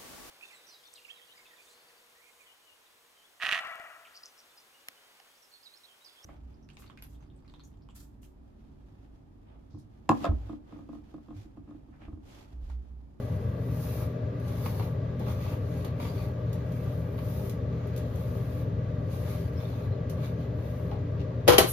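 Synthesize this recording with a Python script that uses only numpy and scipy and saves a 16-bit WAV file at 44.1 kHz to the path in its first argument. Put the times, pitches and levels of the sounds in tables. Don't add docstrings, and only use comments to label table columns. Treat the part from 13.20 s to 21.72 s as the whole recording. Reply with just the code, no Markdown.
import sys
import numpy as np
from scipy import signal
from scipy.fft import rfft, irfft, next_fast_len
from scipy.io import wavfile
from scipy.ndimage import uniform_filter1d, map_coordinates

SR = 44100
rng = np.random.default_rng(int(sys.argv[2]) if len(sys.argv) > 2 else 0)


def persist_wave(psi):
    counts = np.round(np.clip(psi, -1, 1) * 32767).astype(np.int16)
    wavfile.write(sys.argv[1], SR, np.atleast_2d(counts).T)


N = 375732

# start of full contact in seconds, hold in seconds,
# rise in seconds, hiss of sliding strands in dB, rasp of dragging bristles in dB,
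# change over the hold in dB, top treble relative to the hiss in dB.
STROKES = [(0.0, 0.32, .1, -60.5, -63, -6.5, -8), (0.63, 0.2, 0.36, -49.5, -55.5, -1.5, -2.5),
           (1.288, .11, 0.15, -55.5, -56.5, -4, -16), (1.448, 0.22, 0.24, -50, -53, -7, -1.5),
           (2.007, 0.037, .03, -68, -60, -1, -2), (2.086, 0.032, 0.089, -54.5, -52.5, 0, -2),
           (2.227, 0.11, .3, -57.5, -53.5, 0.5, -2), (2.554, 0.075, 0.38, -58.5, -58.5, -1.5, -9),
           (2.813, 0.068, 0.061, -53.5, -51, 0, -5), (2.977, 0.076, 0.3, -58, -55.5, 0, -2),
           (3.198, 0.52, 0.14, -77, -69, 8, -2), (3.553, 0.26, 0.17, -62, -70, -2, -3),
           (4.098, 0.18, 0.43, -54, -59.5, 0.5, -1.5), (4.54, 0.29, 0.22, -79, -64, 4, -1),
           (4.97, 0.44, 0.33, -60, -60.5, -0.5, -2), (5.918, 0.042, .05, -54.5, -57, 1.5, -7),
           (6.102, .18, 0.3, -50, -51, -12, -6), (6.41, 0.24, 0.23, -60.5, -56.5, -6, -3),
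           (7.045, .02, 0.13, -56, -51.5, -0.5, -5), (7.21, .04, .1, -69, -61, -2.5, -2),
           (7.47, 0.23, 0.28, -63, -63, -4.5, -2)]
# frequency in Hz, relative level in dB per Hz.
HISS_SPECTRUM = [(2000, -22.5), (5000, -3), (7000, -6), (9000, -3), (11500, -2), (13500, 2), (15000, 6),
                 (16000, -8.5)]
# frequency in Hz, relative level in dB per Hz.
RASP_SPECTRUM = [(400, -22), (850, 0.5), (1200, 8.5), (1800, -1.5), (2300, 6.5), (3000, -1.5), (3400, 2),
                 (3850, 1), (4700, -3), (5600, -11), (6400, -4), (9000, -19), (15000, -19)]
REST_HISS_DB, REST_RASP_DB = -86, -65
GRIP_PER_S, GRIP_HISS_DB, GRIP_RASP_DB = 45, 0.9, 0.4
FIRM_PULL_DB = -55
RATTLE_DB, RATTLE_GROWS = -54.5, 0.73
SCRATCH_DB, SCRATCH_GROWS = -67, 1.15


def strokes():
    glide = np.full(N, amp(REST_HISS_DB))
    sheen = np.zeros(N)
    drag = np.full(N, amp(REST_RASP_DB))
    for start, hold, rise, hiss_db, rasp_db, change_db, sheen_db in STROKES:
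        contact = pull(start, hold, rise, change_db)
        glide = np.hypot(glide, amp(hiss_db) * contact)
        sheen = np.hypot(sheen, amp(hiss_db + sheen_db) * contact)
        drag = np.hypot(drag, amp(rasp_db) * contact)
    sheen = np.hypot(sheen, amp(REST_HISS_DB))
    grip = wobble(GRIP_PER_S)

    sliding = friction(HISS_SPECTRUM, slips_per_s=3300, smooth_db=2.0, patchy_db=0.0)
    top = filtered(sliding, lambda hz: along([(11500, 0.017), (14000, 1)], hz))
    hiss = amp(GRIP_HISS_DB * grip) * (glide * (sliding - top) + sheen * top)

    dragging = friction(RASP_SPECTRUM, slips_per_s=800, smooth_db=5.5, patchy_db=2.5)
    rasp = drag * amp(GRIP_RASP_DB * grip) * dragging

    firmness = drag / amp(FIRM_PULL_DB)
    catch_spectrum = [(400, -16.0), (900, -1.5), (5000, 1.0), (9000, -19.5)]
    catches = friction(catch_spectrum, slips_per_s=220, smooth_db=-10.0, patchy_db=1.5)
    rattle = amp(RATTLE_DB) * firmness ** RATTLE_GROWS * cushion(catches)
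    scratch = amp(SCRATCH_DB) * firmness ** SCRATCH_GROWS * bristles()
    return hiss + rasp + rattle + scratch


RELEASE_S, FADE_DB = 0.13, 28


def pull(start, hold, rise, change_db):
    t = np.arange(N) / SR - start
    away = np.maximum(-t, 0) / rise + np.maximum(t - hold, 0) / RELEASE_S
    drift_db = change_db * np.clip(t / hold, 0, 1)
    return amp(drift_db - FADE_DB * np.minimum(away, 10))


def friction(spectrum, slips_per_s, smooth_db, patchy_db):
    slips = (rng.random((2, N)) < slips_per_s / SR) * rng.standard_normal((2, N))
    rub = unit(slips) + amp(smooth_db) * rng.standard_normal((2, N))
    return ports(patchy(rub, patchy_db), spectrum, NEAR_ALIKE)


def patchy(x, depth_db):
    z = signal.stft(x, nperseg=1024)[2]
    field = rng.standard_normal(z.shape[1:])
    field = uniform_filter1d(field, size=6, axis=0)
    field = uniform_filter1d(field, size=7, axis=1)
    return signal.istft(z * amp(depth_db * unit(field)), nperseg=1024)[1][:, :N]


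BRISTLES_PER_S, BRISTLE_SIZE_DB = 420, 12
BRISTLE_HZ, BRISTLE_SPREAD = 3700, 0.44
BRISTLE_T60_S = .005


def bristles():
    t = np.arange(SR // 100) / SR
    out = np.zeros((2, N))
    draws = rng.uniform(-1, 1, (int(BRISTLES_PER_S * N / SR), 4))
    for k, (late, pitch, size, phase) in enumerate(draws):
        hz = BRISTLE_HZ * np.exp(BRISTLE_SPREAD * pitch)
        ring = np.sin(2 * np.pi * hz * t + [[0], [np.pi * phase]])
        decay = amp(BRISTLE_SIZE_DB * size / 2 - 60 * t / BRISTLE_T60_S)
        add(out, abs(k + 2 * late) / BRISTLES_PER_S, decay * ring)
    return unit(out)


# frequency in Hz, width in Hz, relative level in dB.
CUSHION = [(360, 74, 4.5), (797, 106, 12), (866, 226, 7), (1170, 125, 3), (2230, 870, -20),
           (4350, 540, -23)]


def cushion(x):
    def body(hz):
        response = 0
        for k, (centre, width, db) in enumerate(CUSHION):
            damping = 1j * hz * width
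            response = response + (-1) ** k * amp(db) * damping / (centre ** 2 - hz ** 2 + damping)
        return response
    return unit(filtered(x, body))


# (the force spectrum from 3 to 5 kHz, relative to its other points).
TUGS = [(0.811, -40.5, -3), (1.458, -45, 0), (1.543, -41.5, -13), (1.596, -34.5, -5), (1.625, -48, -2),
        (1.656, -46, -6), (2.002, -39.5, -4), (2.069, -37.5, -9), (2.093, -48, -9), (2.252, -46, -4),
        (2.32, -40.5, -9), (2.645, -40.5, 2), (2.806, -42, 0), (2.858, -46, -2), (3.977, -43, 1),
        (6.98, -44, -8), (7.385, -50, 0), (7.713, -34.5, -10), (7.76, -47, -8)]


def tugs():
    out = np.zeros((2, N))
    t = np.arange(SR // 4) / SR
    for s, db, snap_db in TUGS:
        spectrum = [(300, -3.5), (900, -9.0), (3000, snap_db), (5000, snap_db), (10000, -14.0)]
        force = ports(rng.standard_normal((2, len(t))), spectrum, NEAR_ALIKE)
        add(out, s, burst(t, db, t60_s=0.14, attack_s=0.00054) * cushion(force))
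    return room(out, wet_db=-2.5)


# start in seconds, level in dB.
FLICKS = [(1.1974, -55), (1.279, -47), (1.458, -50), (1.994, -49.5), (2.6467, -41.5), (3.329, -43.5),
          (3.5189, -50), (4.295, -39.5), (4.67, -53), (4.7613, -42.5), (4.776, -41.5), (4.956, -48.5),
          (6.8962, -40.5)]
# frequency in Hz, relative level in dB per Hz.
FLICK_SPECTRUM = [(800, -7), (3000, -0.5), (5000, -1.5), (8000, -1.5), (12500, -2), (16000, -2)]


def flicks():
    out = np.zeros((2, N))
    t = np.arange(SR // 4) / SR
    for s, db in FLICKS:
        spit = ports(rng.standard_normal((2, len(t))), FLICK_SPECTRUM, NEAR_ALIKE)
        add(out, s, burst(t, db, t60_s=0.049, attack_s=0.0011) * spit)
    return room(out, wet_db=-3.5)


# start in seconds, level in dB.
SNAGS = [(1.4588, -33), (1.4632, -31), (1.596, -36), (1.6238, -41), (2.0653, -44), (2.081, -46),
         (2.7996, -35), (2.827, -42), (2.851, -38), (3.9879, -39)]
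# frequency in Hz, relative level in dB per Hz.
SNAG_SPECTRUM = [(400, 2), (1000, 13.5), (1600, -3), (2200, 4), (3200, -6), (4800, -6.5), (6500, -20),
                 (15000, -15)]


def snags():
    out = np.zeros((2, N))
    t = np.arange(SR // 8) / SR
    for s, db in SNAGS:
        crack = ports(rng.standard_normal((2, len(t))), SNAG_SPECTRUM, NEAR_ALIKE)
        add(out, s, burst(t, db, t60_s=.035, attack_s=0.00074) * crack)
    return room(out, wet_db=-6.0)


# start in seconds, hold in seconds, pitch in Hz,
# level in dB.
SCRAPES = [(1.44, .07, 4600, -61), (1.575, .06, 4370, -60), (2.83, .03, 3340, -56), (2.88, .07, 4720, -61),
           (2.977, .06, 4500, -61), (6.38, .025, 5270, -60), (6.405, .035, 3520, -62),
           (6.455, .025, 3630, -58), (6.525, .012, 4070, -62), (6.545, 0.044, 3680, -62),
           (6.64, .025, 4070, -64), (6.727, .015, 4100, -61)]
SCRAPE_RISE_S, SCRAPE_CHANGE_DB = 0.033, -7
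SCRAPE_WIDTH_HZ = 170
SCRAPE_SLIPS_PER_S, SCRAPE_UNEVEN_DB = 70, 1


def scrape():
    t = np.arange(N) / SR
    out = np.zeros((2, N))
    noise = rng.standard_normal((2, N))
    flutter = filtered(noise, lambda hz: 1 / (1 + (hz / SCRAPE_WIDTH_HZ) ** 2))
    flutter = unit(flutter * amp(SCRAPE_UNEVEN_DB * wobble(SCRAPE_SLIPS_PER_S)))
    for s, hold, hz, db in SCRAPES:
        tone = np.sqrt(2) * np.sin(2 * np.pi * hz * t)
        out += amp(db) * pull(s, hold, SCRAPE_RISE_S, SCRAPE_CHANGE_DB) * flutter * tone
    return out


# start in seconds, level in dB.
CREAKS = [(7.712, -50), (7.728, -56), (7.995, -51), (8.003, -49), (8.013, -50)]
# frequency in Hz, relative level in dB per Hz.
CREAK_SPECTRUM = [(800, -14), (2200, 1), (2900, 7), (4200, 0), (5500, -4), (7000, -11), (10000, -21),
                  (15000, -20)]


def creaks():
    out = np.zeros((2, N))
    t = np.arange(SR // 8) / SR
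    for s, db in CREAKS:
        tick = ports(rng.standard_normal((2, len(t))), CREAK_SPECTRUM, NEAR_ALIKE)
        add(out, s, burst(t, db, t60_s=0.041, attack_s=.001) * tick)
    return room(out, wet_db=-6)


# start in seconds, counter ring in dB, shell ring in dB, clack in dB,
# brightness in dB per octave.
KNOCKS = [(8.2705, -48, -80, -31, -6), (8.2774, -22, -33, -16, -1.3), (8.2822, -17, -36, -13, -0.4),
          (8.2875, -21, -43, -18.5, -2), (8.322, -34, -48, -25, 0.5), (8.332, -30, -45, -18, -3),
          (8.3815, -29, -23, -11, 1.9), (8.3856, -29, -27.5, -17, -3), (8.402, -47, -36, -30, -1.5),
          (8.443, -45, -40.5, -31.5, -5)]
# frequency in Hz, relative level in dB, 60 dB decay time in seconds.
COUNTER = [(80.5, -17, 0.29), (150, -9, 0.16), (192, -10, 0.15), (268, -16, 0.17), (312, -14, 0.3),
           (372, -9, 0.18), (492, -1, 0.24), (580, -12, 0.16), (651, 1.5, 0.23), (755, -9, 0.1),
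           (868, -22, 0.4), (900, -10, 0.28), (1050, -21, 0.3), (1150, -22, 0.36), (1450, -24, 0.35),
           (1650, -13, .12)]
# frequency in Hz, relative level in dB, 60 dB decay time in seconds.
PADDLE = [(260, -5, 0.046), (359, 7.5, 0.072), (440, 2.5, 0.04), (786, 5.5, 0.089), (1113, -5, 0.18),
          (1297, -2, 0.14), (1340, -5, 0.13), (1660, -9, 0.14), (1945, 4, 0.092), (2316, 5.5, 0.04),
          (2850, -1, .05), (3070, 14, 0.022), (3820, -5, .035), (4400, -1, 0.02), (5300, 6, 0.027),
          (6900, -4, 0.038)]
# frequency in Hz, relative level in dB per Hz before the brightness tilt.
CLACK_SPECTRUM = [(100, -11), (170, -10), (240, -6), (380, 4), (600, 6.5), (690, -3), (790, 1), (980, -0.5),
                  (1300, -0.5), (1750, -6), (2250, -4.5), (2650, -5), (3100, -3), (3800, -3), (5300, -6.5),
                  (7200, -8), (11800, -6.5), (16000, -13)]
# frequency in Hz, 60 dB decay time in seconds.
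CLACK_DECAY = [(300, 0.13), (1200, 0.2), (3000, 0.084), (12000, 0.063)]
COUNTER_ATTACK_S, SHELL_ATTACK_S = .0035, .001
CHATTER_PER_S, CHATTER_DB = 350, 0.5


def knocks():
    clacks, rings = np.zeros((2, N)), np.zeros((2, N))
    t = np.arange(SR // 2) / SR
    for s, counter_db, shell_db, clack_db, tilt_db in KNOCKS:
        counter = amp(counter_db) * ringing(COUNTER, t, tilt_db, COUNTER_ATTACK_S)
        shell = amp(shell_db) * ringing(PADDLE, t, tilt_db, SHELL_ATTACK_S)
        add(rings, s, counter + shell)
        colour = [(hz, db + tilt_db * np.log2(hz / 2000)) for hz, db in CLACK_SPECTRUM]
        clack = dying(ports(rng.standard_normal((2, len(t))), colour, NEAR_ALIKE), CLACK_DECAY)
        add(clacks, s, amp(clack_db) * (1 - np.exp(-t / 0.00053)) * clack)
    chatter = amp(CHATTER_DB * wobble(CHATTER_PER_S))
    return room(clacks, wet_db=-4) * chatter + rings


# frequency in Hz, left minus right in dB.
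RING_LEAN = [(180, 6), (380, 11), (700, 12), (1200, -4), (2300, 15), (4400, -1)]


def ringing(modes, t, tilt_db, attack_s):
    hz, db, t60 = np.transpose(modes)[:, :, None]
    left_right = np.array([.5, -.5])[:, None, None]
    lean = amp(left_right * along(RING_LEAN, hz))
    lag = np.array([0, 1])[:, None, None] * rng.normal(2.1, 1.0, hz.shape)
    phase = rng.uniform(0, 2 * np.pi, hz.shape) + lag
    level = db + tilt_db * np.log2(hz / np.median(hz)) + rng.normal(0, 1, hz.shape)
    partials = lean * amp(level - 60 * t / t60) * np.sin(2 * np.pi * hz * t + phase)
    return (1 - np.exp(-t / attack_s)) * partials.sum(axis=1)


# time in seconds, level in dB.
SLIDE = [(8.40, -89), (8.45, -58), (8.475, -38), (8.495, -32), (8.52, -36)]
# frequency in Hz, relative level in dB per Hz.
SLIDE_SPECTRUM = [(2000, -28), (6500, -13), (9000, 2), (11000, -4), (12700, -1), (15000, -13), (16000, -14)]


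def slide():
    level_db, = curves(SLIDE)
    started = np.arange(N) / SR > SLIDE[0][0]
    return started * amp(level_db) * friction(SLIDE_SPECTRUM, slips_per_s=3400, smooth_db=7.0, patchy_db=1)


# frequency in Hz, rms level in dB before waver and lean, waver in dB.
HUM = [(33.8, -61, 3.5), (101.1, -43.5, 3.5), (120.26, -35.8, -0.1), (202.3, -52.5, 4), (505, -54.5, 1.5),
       (608, -54.5, 1)]
# frequency in Hz, width in Hz, boost in dB.
DUCT = [(71.6, 8, 2), (94, 17.8, 5.5), (139.7, 10, 1), (165.5, 24.8, 10.5), (212, 14, -3.5),
        (239.8, 29, 8.5), (286.5, 33, 10.5), (401.3, 27, 12), (464.5, 19, 12.5), (526.5, 54, 7.5),
        (597, 85, 7), (1158, 81, 11), (1633, 120, 7.5), (1958, 120, 7)]
# frequency in Hz, relative level in dB per Hz before the resonances.
FAN_SPECTRUM = [(22, -37.5), (46, -30), (68, -3.5), (100, -3.5), (135, -7.5), (190, -14.5), (340, -24),
                (620, -23.5), (760, -30.5), (1400, -36.5), (3000, -47.5), (6000, -61), (9000, -75.5),
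                (15000, -92)]
# frequency in Hz, left-right correlation (clipped to +-0.99).
FAR_ALIKE = [(150, 1.5), (280, 1.7), (450, 1), (800, -0.3), (1500, 0.12), (3000, 0.9), (5500, 1),
             (8300, -3.5), (10500, -3.5), (12500, -1), (15500, -4.5)]
# frequency in Hz, left minus right in dB.
FAN_LEAN = [(40, 1.5), (100, 2.5), (200, 0.5), (290, -2), (390, 9.5), (500, 2), (640, 9.5), (1000, -3.5),
            (2000, 3), (8000, 10.5)]


def fan():
    t = np.arange(N) / SR

    def bumps(hz):
        return amp(sum(db / (1 + (2 * (hz - centre) / width) ** 2) for centre, width, db in DUCT))

    rush = ports(rng.standard_normal((2, N)), FAN_SPECTRUM, FAR_ALIKE)
    air = unit(filtered(rush, bumps))
    tones = np.zeros(N)
    for hz, db, waver in HUM:
        level = amp(db + waver * wobble(5.4))
        tones += level * np.sqrt(2) * np.sin(2 * np.pi * hz * t + 0.66 * wobble(5.9))
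    return filtered(amp(-33.5) * air + tones, lambda hz: amp(np.outer([.5, -.5], along(FAN_LEAN, hz))))


# frequency in Hz, 60 dB decay time in seconds.
ROOM = [(100, 0.33), (500, 0.1), (3000, 0.3), (12000, 0.19)]


def room(x, wet_db):
    tail = dying(rng.standard_normal((1, SR // 2)), ROOM)
    tail = np.pad(tail / np.linalg.norm(tail), ((0, 0), (round(0.0065 * SR), 0)))
    return x + amp(wet_db) * signal.fftconvolve(x, tail, axes=1)[:, :x.shape[-1]]


def burst(t, db, t60_s, attack_s):
    return amp(db - 60 * t / t60_s) * (1 - np.exp(-t / attack_s))


def dying(x, decays):
    hz, t, z = signal.stft(x, SR, nperseg=256)
    fade = amp(-60 * t / along(decays, hz)[:, None])
    return signal.istft(z * fade, SR, nperseg=256)[1][:, :x.shape[-1]]


# frequency in Hz, left-right correlation (clipped to +-0.99).
NEAR_ALIKE = [(150, 0.53), (500, 0.29), (1200, 0.18), (3000, 0.06), (5000, -0.24), (6400, -0.052),
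              (7400, -0.89), (8700, -1.46), (10000, 0.064), (12400, 1), (14000, 0.5), (15500, -1.1)]


def ports(pair, spectrum, alike):
    def mid_side(hz):
        turn = np.arccos(np.clip(along(alike, hz), -.99, .99)) / 2
        return amp(along(spectrum, hz)) * [np.cos(turn), np.sin(turn)]
    mid, side = filtered(pair, mid_side)
    return unit(np.array([mid + side, mid - side]))


def filtered(x, response):
    n = x.shape[-1]
    m = next_fast_len(n + 8192)
    return irfft(rfft(x, m) * response(np.fft.rfftfreq(m, 1 / SR)), m)[..., :n]


def wobble(rate):
    knots = rng.standard_normal(int(N * rate / SR) + 4)
    return map_coordinates(knots, [np.arange(N) * rate / SR])


def along(points, hz):
    f, v = np.transpose(points)
    return np.interp(np.log(hz + 1), np.log(f + 1), v)


def curves(rows):
    s, *cols = np.transpose(rows)
    return [np.interp(np.arange(N) / SR, s, c) for c in cols]


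def amp(db):
    return 10 ** (np.asarray(db) / 20)


def unit(x):
    return x / np.sqrt(np.mean(x ** 2) + 1e-20)


def add(track, s, sound):
    part = track[:, round(s * SR):][:, :sound.shape[-1]]
    part += sound[:, :part.shape[-1]]


def scene():
    brushing = strokes() + tugs() + flicks() + snags() + scrape() + creaks()
    return brushing + knocks() + slide() + fan()


TOP_HZ = 15830


def record(dry):
    rounded = dry / (1 + np.abs(dry / .9) ** 6) ** (1 / 6)
    return filtered(rounded, lambda hz: 1 / (1 + (hz / TOP_HZ) ** 240))


dry = scene()
out = record(dry)
persist_wave(out)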